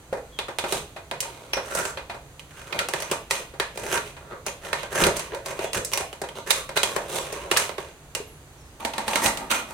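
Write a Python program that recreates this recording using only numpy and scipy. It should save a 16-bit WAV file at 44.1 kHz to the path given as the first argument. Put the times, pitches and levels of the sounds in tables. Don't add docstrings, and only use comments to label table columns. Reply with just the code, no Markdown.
import sys
import numpy as np
from scipy import signal
from scipy.fft import rfft, irfft, next_fast_len
from scipy.io import wavfile

SR = 44100
rng = np.random.default_rng(int(sys.argv[2]) if len(sys.argv) > 2 else 0)


def waveform_to_disk(signal):
    frames = np.transpose(np.atleast_2d(signal))
    scaled = np.clip(frames, -1, 1) * 32767
    samples = np.round(scaled).astype(np.int16)
    wavfile.write(sys.argv[1], SR, samples)


N = 429093
TIME = np.arange(N) / SR
BRIGHT_FROM_S = 8.7


def undb(db):
    return 10 ** (np.asarray(db) / 20)


def unit(x):
    return x / np.sqrt(np.mean(np.sum(x ** 2, axis=-1)) + 1e-18)


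def along(points, hz):
    freq_hz, value = np.transpose(points)
    return np.interp(np.log(hz + 1), np.log(freq_hz), value)


def ring(x, response):
    return signal.fftconvolve(np.atleast_2d(x), np.atleast_2d(response), axes=-1)


def fade(t, t60_s):
    return np.exp(-np.log(1000) * t / t60_s)


def wobble(size, rate_hz):
    return np.interp(TIME[:size] * rate_hz, np.arange(size), rng.standard_normal(size))


def pan(db):
    return undb(np.array([[db], [-db], [0]]) / 2)


def add(out, start_s, sound):
    i = int(start_s * SR)
    out[:, i:i + sound.shape[1]] += sound[:, :N - i]


def diffuse(size, colour=None, spacing_s=0.00025):
    padded = next_fast_len(size, True)
    hz = np.fft.rfftfreq(padded, 1 / SR)
    coherence = np.clip(0.98 * np.sinc(2 * hz * spacing_s), -1, 1)
    mid, side = rfft(rng.standard_normal((2, padded))) * np.sqrt([1 + coherence, 1 - coherence])
    gain = 1 if colour is None else undb(along(colour, hz))
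    return irfft(gain * np.array([mid + side, mid - side]), padded)[:, :size] / np.sqrt(2)


def path_noise(size, shared=0.48):
    direct, room = rng.standard_normal((2, size))
    return np.vstack([np.sqrt(1 - shared) * diffuse(size) + np.sqrt(shared) * direct, room])


# freq_hz, level_db
AIR_SPECTRUM = [(15, -34), (25, -20.5), (59, -8.5), (111, -15.5), (145, -11), (170, -19.5), (212, -25),
                (270, -21), (734, -25.5), (4490, -36.5), (5570, -43), (6050, -34), (9840, -38.5),
                (16000, -47.5)]


def air(level_db=-47.5):
    return unit(diffuse(N, AIR_SPECTRUM)) * np.sqrt(N) * undb(level_db) * pan(-1.6)[:2]


# freq_hz, level_db, t60_s
ROOM_BANDS = [(100, 5, 0.99), (410, 5, 0.33), (1070, 8.5, 0.29), (3170, 1, 0.45), (7400, 6.5, 0.26),
              (14000, -4.5, 0.54)]


def workshop(paths, gain_db=-3.5, build_s=0.0011, size=32768):
    t, tail = TIME[:size], 0
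    centres_hz, levels_db, t60s_s = np.transpose(ROOM_BANDS)
    noise, bins_hz = rfft(diffuse(size)), np.fft.rfftfreq(size, 1 / SR)
    for weights, db, t60_s in zip(np.eye(len(centres_hz)), levels_db, t60s_s):
        band = irfft(noise * along(np.transpose([centres_hz, weights]), bins_hz))
        envelope = unit(fade(t, t60_s) * (1 - np.exp(-t / build_s)))
        tail = tail + undb(db + gain_db) * band * envelope
    return paths[:2] + pan(-1.6)[:2] * ring(paths[2], tail)[:, :N]


# start_s, length_s, pitch_hz, level_db
SQUEAKS = [(0.323, 0.12, 3180, -48), (1.534, 0.081, 5520, -55), (5.644, 0.084, 3330, -42.5),
           (8.265, 0.13, 10900, -54), (8.57, 0.22, 5140, -63)]


def squeaks(sag_per_s=1.0, waver=0.022, waver_hz=600, flutter_db=4, size=8192):
    out, t = np.zeros((3, N)), TIME[:size]
    for start_s, length_s, pitch_hz, level_db in SQUEAKS:
        bend = 1 - sag_per_s * (t - length_s / 2) + waver * wobble(size, waver_hz)
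        phase = 2 * np.pi * np.cumsum(pitch_hz * bend) / SR
        gain = undb(level_db + flutter_db * wobble(size, waver_hz))
        swell = np.interp(t, [0, 0.005, length_s / 2, length_s], [0.55, 0.74, 0.52, 0.085])
        add(out, start_s, gain * swell * np.sin(phase) * pan(-2))
    return out


# start_s, level_db, t60_s
LURCHES = [(0.743, -36, 0.36), (1.79, -43, 0.34), (3.942, -36, 0.37), (5.017, -20.5, 0.25),
           (5.065, -22, 0.26), (5.76, -33.5, 0.36), (9.255, -28, 0.22)]


def lurches(rise_s=0.0022, size=12288):
    out, t = np.zeros((3, N)), TIME[:size]
    for start_s, level_db, t60_s in LURCHES:
        thud = diffuse(size, [(20, -28), (45, -3), (70, -9), (100, -1), (200, -4), (270, -11),
                              (400, -1.5), (600, -28), (2000, -60)])
        envelope = fade(t, t60_s) * (1 - np.exp(-t / rise_s))
        add(out[:2], start_s, undb(level_db) * thud / thud.std() * envelope)
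    return out


# freq_hz, level_db
DARK_WOOD = [(88, -51), (150, -5.5), (254, -15.5), (391, 4), (457, -1.5), (624, 2), (759, -6.5),
             (923, -5.5), (1290, -8), (1530, -9.5), (2270, -13), (3840, -15.5), (4860, -20.5), (9260, -18),
             (16000, -32)]
BRIGHT_WOOD = [(59, -35), (100, -21), (210, -7), (492, -7.5), (662, 0), (736, -9), (872, 7.5), (1520, -5),
               (3860, -7.5), (4870, -11.5), (8460, -6), (11900, -12), (16000, -20.5)]
# freq_hz, level_db
HORSE_MODES = [(376.8, -41), (802.1, -36), (936.7, -57), (1572, -92), (1997, -42), (2439, -34.5)]
BAND_EDGES_HZ = [60, 800, 2000, 4500, 18000]


def wood(colour, ring_db, quality=28, size=4096):
    t = TIME[:size]
    cepstrum = irfft(np.log(undb(along(colour, np.fft.rfftfreq(size, 1 / SR)))))
    cepstrum[1:size // 2] *= 2
    cepstrum[size // 2:] = 0
    snap = irfft(np.exp(rfft(cepstrum)))
    modes = sum(undb(db) * np.sqrt(hz) * np.exp(-np.pi * hz / quality * t) * np.cos(2 * np.pi * hz * t)
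                for hz, db in HORSE_MODES)
    response = unit(snap) + undb(ring_db) * unit(modes)
    filters = [signal.butter(3, band_hz, "band", fs=SR, output="sos")
               for band_hz in zip(BAND_EDGES_HZ, BAND_EDGES_HZ[1:])]
    return np.array([unit(signal.sosfilt(sos, response)) for sos in filters])


# start_s, level_db, hardness_db, pitch_hz, note_db
KNOCKS = [(0.127, -19.5, -7, 518, 5.5), (0.171, -27, -9, 490, -9), (0.483, -23, -1.5, 864, -29),
          (0.639, -19, 1.5, 351, -2.5), (0.963, -34, 9, 644, 6), (1.117, -36, 1, 665, 12),
          (1.227, -35, 13.5, 535, 4.5), (1.256, -28.5, -10, 927, 0), (1.569, -18, -0.5, 537, -1),
          (1.972, -30.5, 11, 538, 1), (2.097, -29.5, 9, 697, 1.5), (2.144, -28, -4.5, 690, -4),
          (3.538, -34.5, -1.5, 508, -0.5), (4.166, -38.5, 8.5, 930, -11), (6.237, -30, 4, 686, -18),
          (8.167, -34, 0, 492, 6), (8.202, -41, -19, 426, 17.5)]


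def knocks(gain_db=16, rattle_t60_s=0.13, note_t60_s=0.06, size=4096):
    out, t, bands = np.zeros((3, N)), TIME[:size], wood(DARK_WOOD, ring_db=-12.5)
    for start_s, level_db, hardness_db, pitch_hz, note_db in KNOCKS:
        gain = undb(level_db + gain_db)
        rattle = unit(diffuse(size) * fade(t, rattle_t60_s))
        contact = np.vstack([rattle, undb(-2) * (t == 0)])
        response = undb([0, hardness_db / 2 + 2, hardness_db - 3, hardness_db / 2 - 12]) @ bands
        add(out, start_s, gain * ring(contact, response) * pan(-0.7))
        note = unit(np.sin(2 * np.pi * pitch_hz * t) * fade(t, note_t60_s))
        add(out, start_s, gain * undb(note_db + 2) * note * undb([[0], [0], [-5]]))
    return out


def fibres(size, per_s, spread_db, snap_s):
    hits = rng.random(size) < per_s / SR
    snaps = hits * undb(spread_db * np.minimum(rng.exponential(size=size), 4))
    power = signal.lfilter([1], [1, -np.exp(-1 / (snap_s * SR))], snaps ** 2) + 1e-12
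    return np.sqrt(power / power.mean())


def chip(hz, quality, size=4096):
    t = TIME[:size]
    return unit(np.exp(-np.pi * hz / quality * t) * np.sin(2 * np.pi * hz * t))


# snap_s, level_db, body_db, hiss_db, pan_db, pitch_hz
CRACKS = [(0.389, -19.5, -5, -8, -1, 3500), (0.5861, -18.5, -6, -3, -6.5, 3500),
          (0.7236, -20, 2.5, 2, -4, 3750), (1.1129, -21.5, -1, -11.5, -4, 1060),
          (1.2048, -24.5, -26, 8.5, -2, 3000), (1.5337, -14, -13, -8.5, -1, 5620),
          (1.7505, -34, 10, 15.5, -3, 1450), (1.7755, -25.5, 4, -7, 2, 8250),
          (1.853, -23, -4, -3, -7, 7800), (2.395, -35, -14, -5, -7, 3070),
          (2.7267, -21, -8, -14, -10, 2580), (2.7904, -12.5, -44, -8, -3, 1370),
          (2.8868, -25, 1, 2, -2, 2890), (2.9368, -19.5, -0.5, -3.5, -6, 1740),
          (3.0028, -35, 2, 8.5, -3.5, 1520), (3.0224, -26, -2, 1, -4, 6240),
          (3.1143, -20.5, 5, 2, -2, 2790), (3.3096, -12, -15, -3, -2, 1900),
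          (3.5991, -13.5, -7.5, -9, 0, 1700), (3.775, -27.5, 1, -1.5, 0, 2450),
          (3.9764, -21, -28, -8, -5, 1410), (4.4652, -25, 1, 4, 0, 7000),
          (4.7301, -15.5, -3.5, -7.5, -3, 1800), (4.832, -29, 5, -5, -8, 1560),
          (5.0383, -7.5, -19, -8, -3, 2040), (5.0669, -19.5, 10, 2.5, -9, 1960),
          (5.1684, -34, -16, 13.5, -4, 1165), (5.1947, -24.5, -10.5, 0.5, -4, 1100),
          (5.3472, -29.5, 3, -2.5, -2, 1070), (5.4607, -27, 1, 1.5, -1, 1100),
          (5.5912, -26.5, 6, -7, -2, 2800), (5.7324, -24, -11, 2, -1, 2880),
          (5.8486, -32, -30, 12.5, -5, 8400), (5.935, -16.5, -13, 0.5, -4, 5900),
          (5.9751, -17, -12, -1, -6, 1104), (6.129, -33.5, 1.5, -2, -3, 3030),
          (6.2168, -28.5, 9, 0, -4, 1030), (6.2881, -33.5, 0, -5, -3.5, 3170),
          (6.5062, -10, -13.5, 1, -10.5, 3650), (6.6921, -27, 1.5, -8, -2.5, 1060),
          (6.766, -19, -3, -8, -10, 1490), (6.773, -13.5, -6, -4, -3, 3820),
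          (6.8323, -13.5, -6.5, 0.5, -4, 3270), (6.9628, -22.5, 7.5, -3.5, 12, 1700),
          (7.1576, -29.5, 4, 5, -10, 3380), (7.3265, -37.5, 12.5, 10.5, -3, 6800),
          (7.514, -13, -2.5, -2, -5, 2930), (7.565, -13, -14, -16, 4, 1270), (7.572, -12, -16, 2, -9, 1700),
          (7.6932, -28.5, 4, -8, -8, 1980), (7.7817, -27, 3, -8.5, -8, 1140),
          (8.1504, -21, -10.5, 1, -6, 2830), (8.85, -18.5, 3, -4.5, -7, 1050),
          (8.936, -25, -4.5, -9, 1, 1120), (8.9815, -19.5, 2, -6, -4, 1150),
          (9.0805, -17.5, -0.5, -4.5, -3, 1140), (9.134, -19.5, -13, -20, 4, 1060),
          (9.1571, -13, -9, -5, -4, 1340), (9.2605, -11.5, -7, -6, -10, 1970),
          (9.373, -23.5, -33, -3, -2, 1250), (9.5048, -20, -7, -8, -5, 1330),
          (9.514, -16, -18, -2, -5, 1370)]


def cracks(gain_db=18, room_db=-2, scatter_db=-5, scatter_t60_s=0.048, size=2048):
    out = np.zeros((3, N))
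    dark, bright = wood(DARK_WOOD, ring_db=-22), wood(BRIGHT_WOOD, ring_db=-35)
    t = TIME[:size] - TIME[size // 4]
    snap = 1.0 * (t == 0)
    for snap_s, level_db, body_db, hiss_db, pan_db, pitch_hz in CRACKS:
        cutting = any(s <= snap_s <= s + build_s + ease_s for s, build_s, ease_s, *_ in PULLS)
        lead_s, run_s, snap_db = (0.0011, 0.0056, -7) if cutting else (0.00035, 0.007, -1.6)
        envelope = np.exp(np.minimum(t / lead_s, -t / run_s))
        crackle = fibres(size, per_s=3000, spread_db=2.5, snap_s=0.0003)
        tear = unit(diffuse(size) * envelope * crackle)
        scatter = unit(diffuse(size) * (t > 0) * fade(abs(t), scatter_t60_s))
        direct = unit(undb(snap_db) * snap + tear + undb(scatter_db) * scatter)
        split = np.vstack([direct, undb(room_db) * snap]) * undb(level_db + gain_db)
        body, rasp, bite, hiss = dark if snap_s < BRIGHT_FROM_S else bright
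        chip_db = -4 + 2 * np.log2(pitch_hz / 2550)
        upper = undb(0.52 * body_db) * rasp + bite + undb(hiss_db) * hiss
        upper += undb(chip_db) * chip(pitch_hz, quality=18)
        add(out, snap_s + t[0], ring(split, undb(body_db) * body) + pan(pan_db) * ring(split, upper))
    return out


# freq_hz, width_hz, level_db
BLADE_MODES = [(1460, 102, -3), (2080, 57, -20), (2750, 510, 12), (4200, 110, -9), (6390, 530, 7)]


def blade(size=1024):
    t = TIME[:size]
    return unit(sum(undb(db) * width_hz * np.exp(-np.pi * width_hz * t) * np.cos(2 * np.pi * hz * t)
                    for hz, width_hz, db in BLADE_MODES))


def stroke(t, build_s, ease_s, build_db=11, ease_db=13, leave_s=0.004):
    end_s = build_s + ease_s
    contact = np.interp(t, [0, 0.36 * build_s, end_s, end_s + leave_s], [0, 1, 1, 0])
    return contact * undb(np.interp(t, [0, build_s, end_s], [-build_db, 0, -ease_db]))


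def splinters(size, per_s=70, spread_db=4):
    hits = rng.random(size) < per_s / SR
    return hits * undb(spread_db * np.minimum(rng.exponential(size=size), 3))


def tearing(size, slip_hz=170, slip_db=3, splinter_db=14):
    slips = undb(slip_db * wobble(size, slip_hz))
    crackle = path_noise(size) * slips * fibres(size, per_s=800, spread_db=3, snap_s=0.0009)
    return crackle + undb(splinter_db) * splinters(size)


def shudder(size):
    rumble = diffuse(size, [(20, -22), (45, 0), (70, -15), (100, 9), (200, 4.5), (270, -7),
                            (400, -13), (2000, -77)])
    return rumble / rumble.std()


# start_s, build_s, ease_s, level_db, body_db, hiss_db, pitch_hz
PULLS = [ (0.65, 0.07, 0.1, -35, 3, 3, 3500), (1.25, 0.02, 0.51, -46.5, 3, -7, 2400),
         (1.6, 0.15, 0.12, -41, 3, -0.5, 1470), (1.73, 0.048, 0.13, -33.5, 5, 2, 1420),
         (2.479, 0.1, 0.27, -45, -3, -5, 1480), (2.68, 0.13, 0.022, -39.5, 12, -7, 2280),
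         (2.93, 0.0064, 0.2, -36, -4, -9, 1720), (3.09, 0.041, 0.014, -30.5, 2, -5, 1210),
         (3.297, 0.02, 0.12, -31.5, -0.5, -3.5, 1890), (3.73, .11, 0.16, -39, 8, -1, 850),
         (3.875, 0.063, 0.042, -28, 2.5, -1, 1600), (4.03, 0.047, 0.038, -43.5, -4, -3, 2700),
         (4.195, 0.031, 0.15, -56.5, 14.5, -20, 1340), (4.294, 0.022, 0.041, -46.5, 14, -26, 1310),
         (4.452, 0.031, 0.019, -30, -3, -9, 1120), (4.61, 0.042, 0.13, -40, 5, -4, 1830),
         (4.76, .035, .08, -37, -6, -13, 2440), (4.9, .13, 0.06, -26, 7, 0, 1640),
         (5.12, 0.048, 0.12, -36.5, 0.5, -5.5, 1150), (5.29, 0.046, 0.073, -43.5, 13.5, -22, 1036),
         (5.44, 0.051, 0.12, -37.5, 5.5, -4, 1080), (5.579, 0.068, 0.014, -34, 5.5, -4, 647),
         (5.72, 0.043, 0.031, -30, 2.5, -1, 1760), (5.905, 0.028, 0.04, -31.5, -0.5, -1, 1090),
         (5.999, 0.011, 0.016, -33, 6, -3, 730), (6.35, 0.024, 0.032, -35, 3.5, -9, 2230),
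         (6.455, 0.052, 0.019, -32, 2.5, -1.5, 1620), (6.519, 0.043, 0.055, -36, 0.5, 2, 1220),
         (6.753, 0.021, 0.022, -27.5, 0, 0, 1440), (6.836, 0.055, 0.13, -40.5, 7, 1, 1100),
         (6.951, 0.011, 0.29, -42.5, 4, -6, 690), (7.07, 0.084, 0.12, -37.5, 8, 5, 3600),
         (7.21, .11, 0.22, -38.5, 4, -6, 1080), (7.39, 0.14, .04, -53.5, 22.5, -15, 984),
         (7.529, 0.072, 0.081, -32, -2.5, -2, 2370), (7.775, 0.024, 0.12, -43.5, 2, -6, 890),
         (8.795, 0.0092, 0.057, -38, 6.5, -7, 1180), (8.85, 0.15, .1, -43, 6, -7, 1160),
         (9.05, .11, 0.048, -31, 7.5, -2, 1110), (9.19, 0.072, 0.031, -26, 8.5, 4.5, 1910),
         (9.32, 0.074, 0.11, -48.5, 16, -2, 1230), (9.497, 0.013, 0.093, -24.5, -0.5, -3, 1410),
         (9.64, 0.072, 0.061, -48.5, 10.5, 0, 1270)]


def pulls(gain_db=-5.5, hard_pull_db=-30, size=16384):
    out, t = np.zeros((3, N)), TIME[:size]
    dark, bright = wood(DARK_WOOD, ring_db=-20), wood(BRIGHT_WOOD, ring_db=-15)
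    for start_s, build_s, ease_s, level_db, body_db, hiss_db, pitch_hz in PULLS:
        effort = undb(level_db + gain_db) * stroke(t, build_s, ease_s)
        load = effort / undb(hard_pull_db)
        tear = tearing(size) * effort
        bands, shudder_db = (dark, -11) if start_s < BRIGHT_FROM_S else (bright, -21)
        rasp_db = 0.64 * body_db
        gains = undb(body_db - 2), undb(rasp_db - 2) * pan(-2.8), pan(-4.5), undb(hiss_db) * pan(-6)
        response = sum(gain * band for gain, band in zip(gains, bands))
        add(out, start_s, ring(tear, response))
        add(out, start_s, undb(rasp_db - 3) * pan(-0.98) * ring(tear, chip(pitch_hz, quality=7.2)))
        add(out, start_s, pan(-4.4) * ring(tear * load ** 0.43, blade()))
        shake = effort * undb(body_db + shudder_db) * load ** 0.087
        add(out[:2], start_s, shake * shudder(size))
    return out


def scene():
    return workshop(pulls() + cracks() + knocks() + lurches() + squeaks()) + air()


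def record(dry, top_hz=16200):
    return signal.sosfilt(signal.ellip(8, 0.2, 70, top_hz, fs=SR, output="sos"), np.tanh(dry))


dry = scene()
out = record(dry)
waveform_to_disk(out)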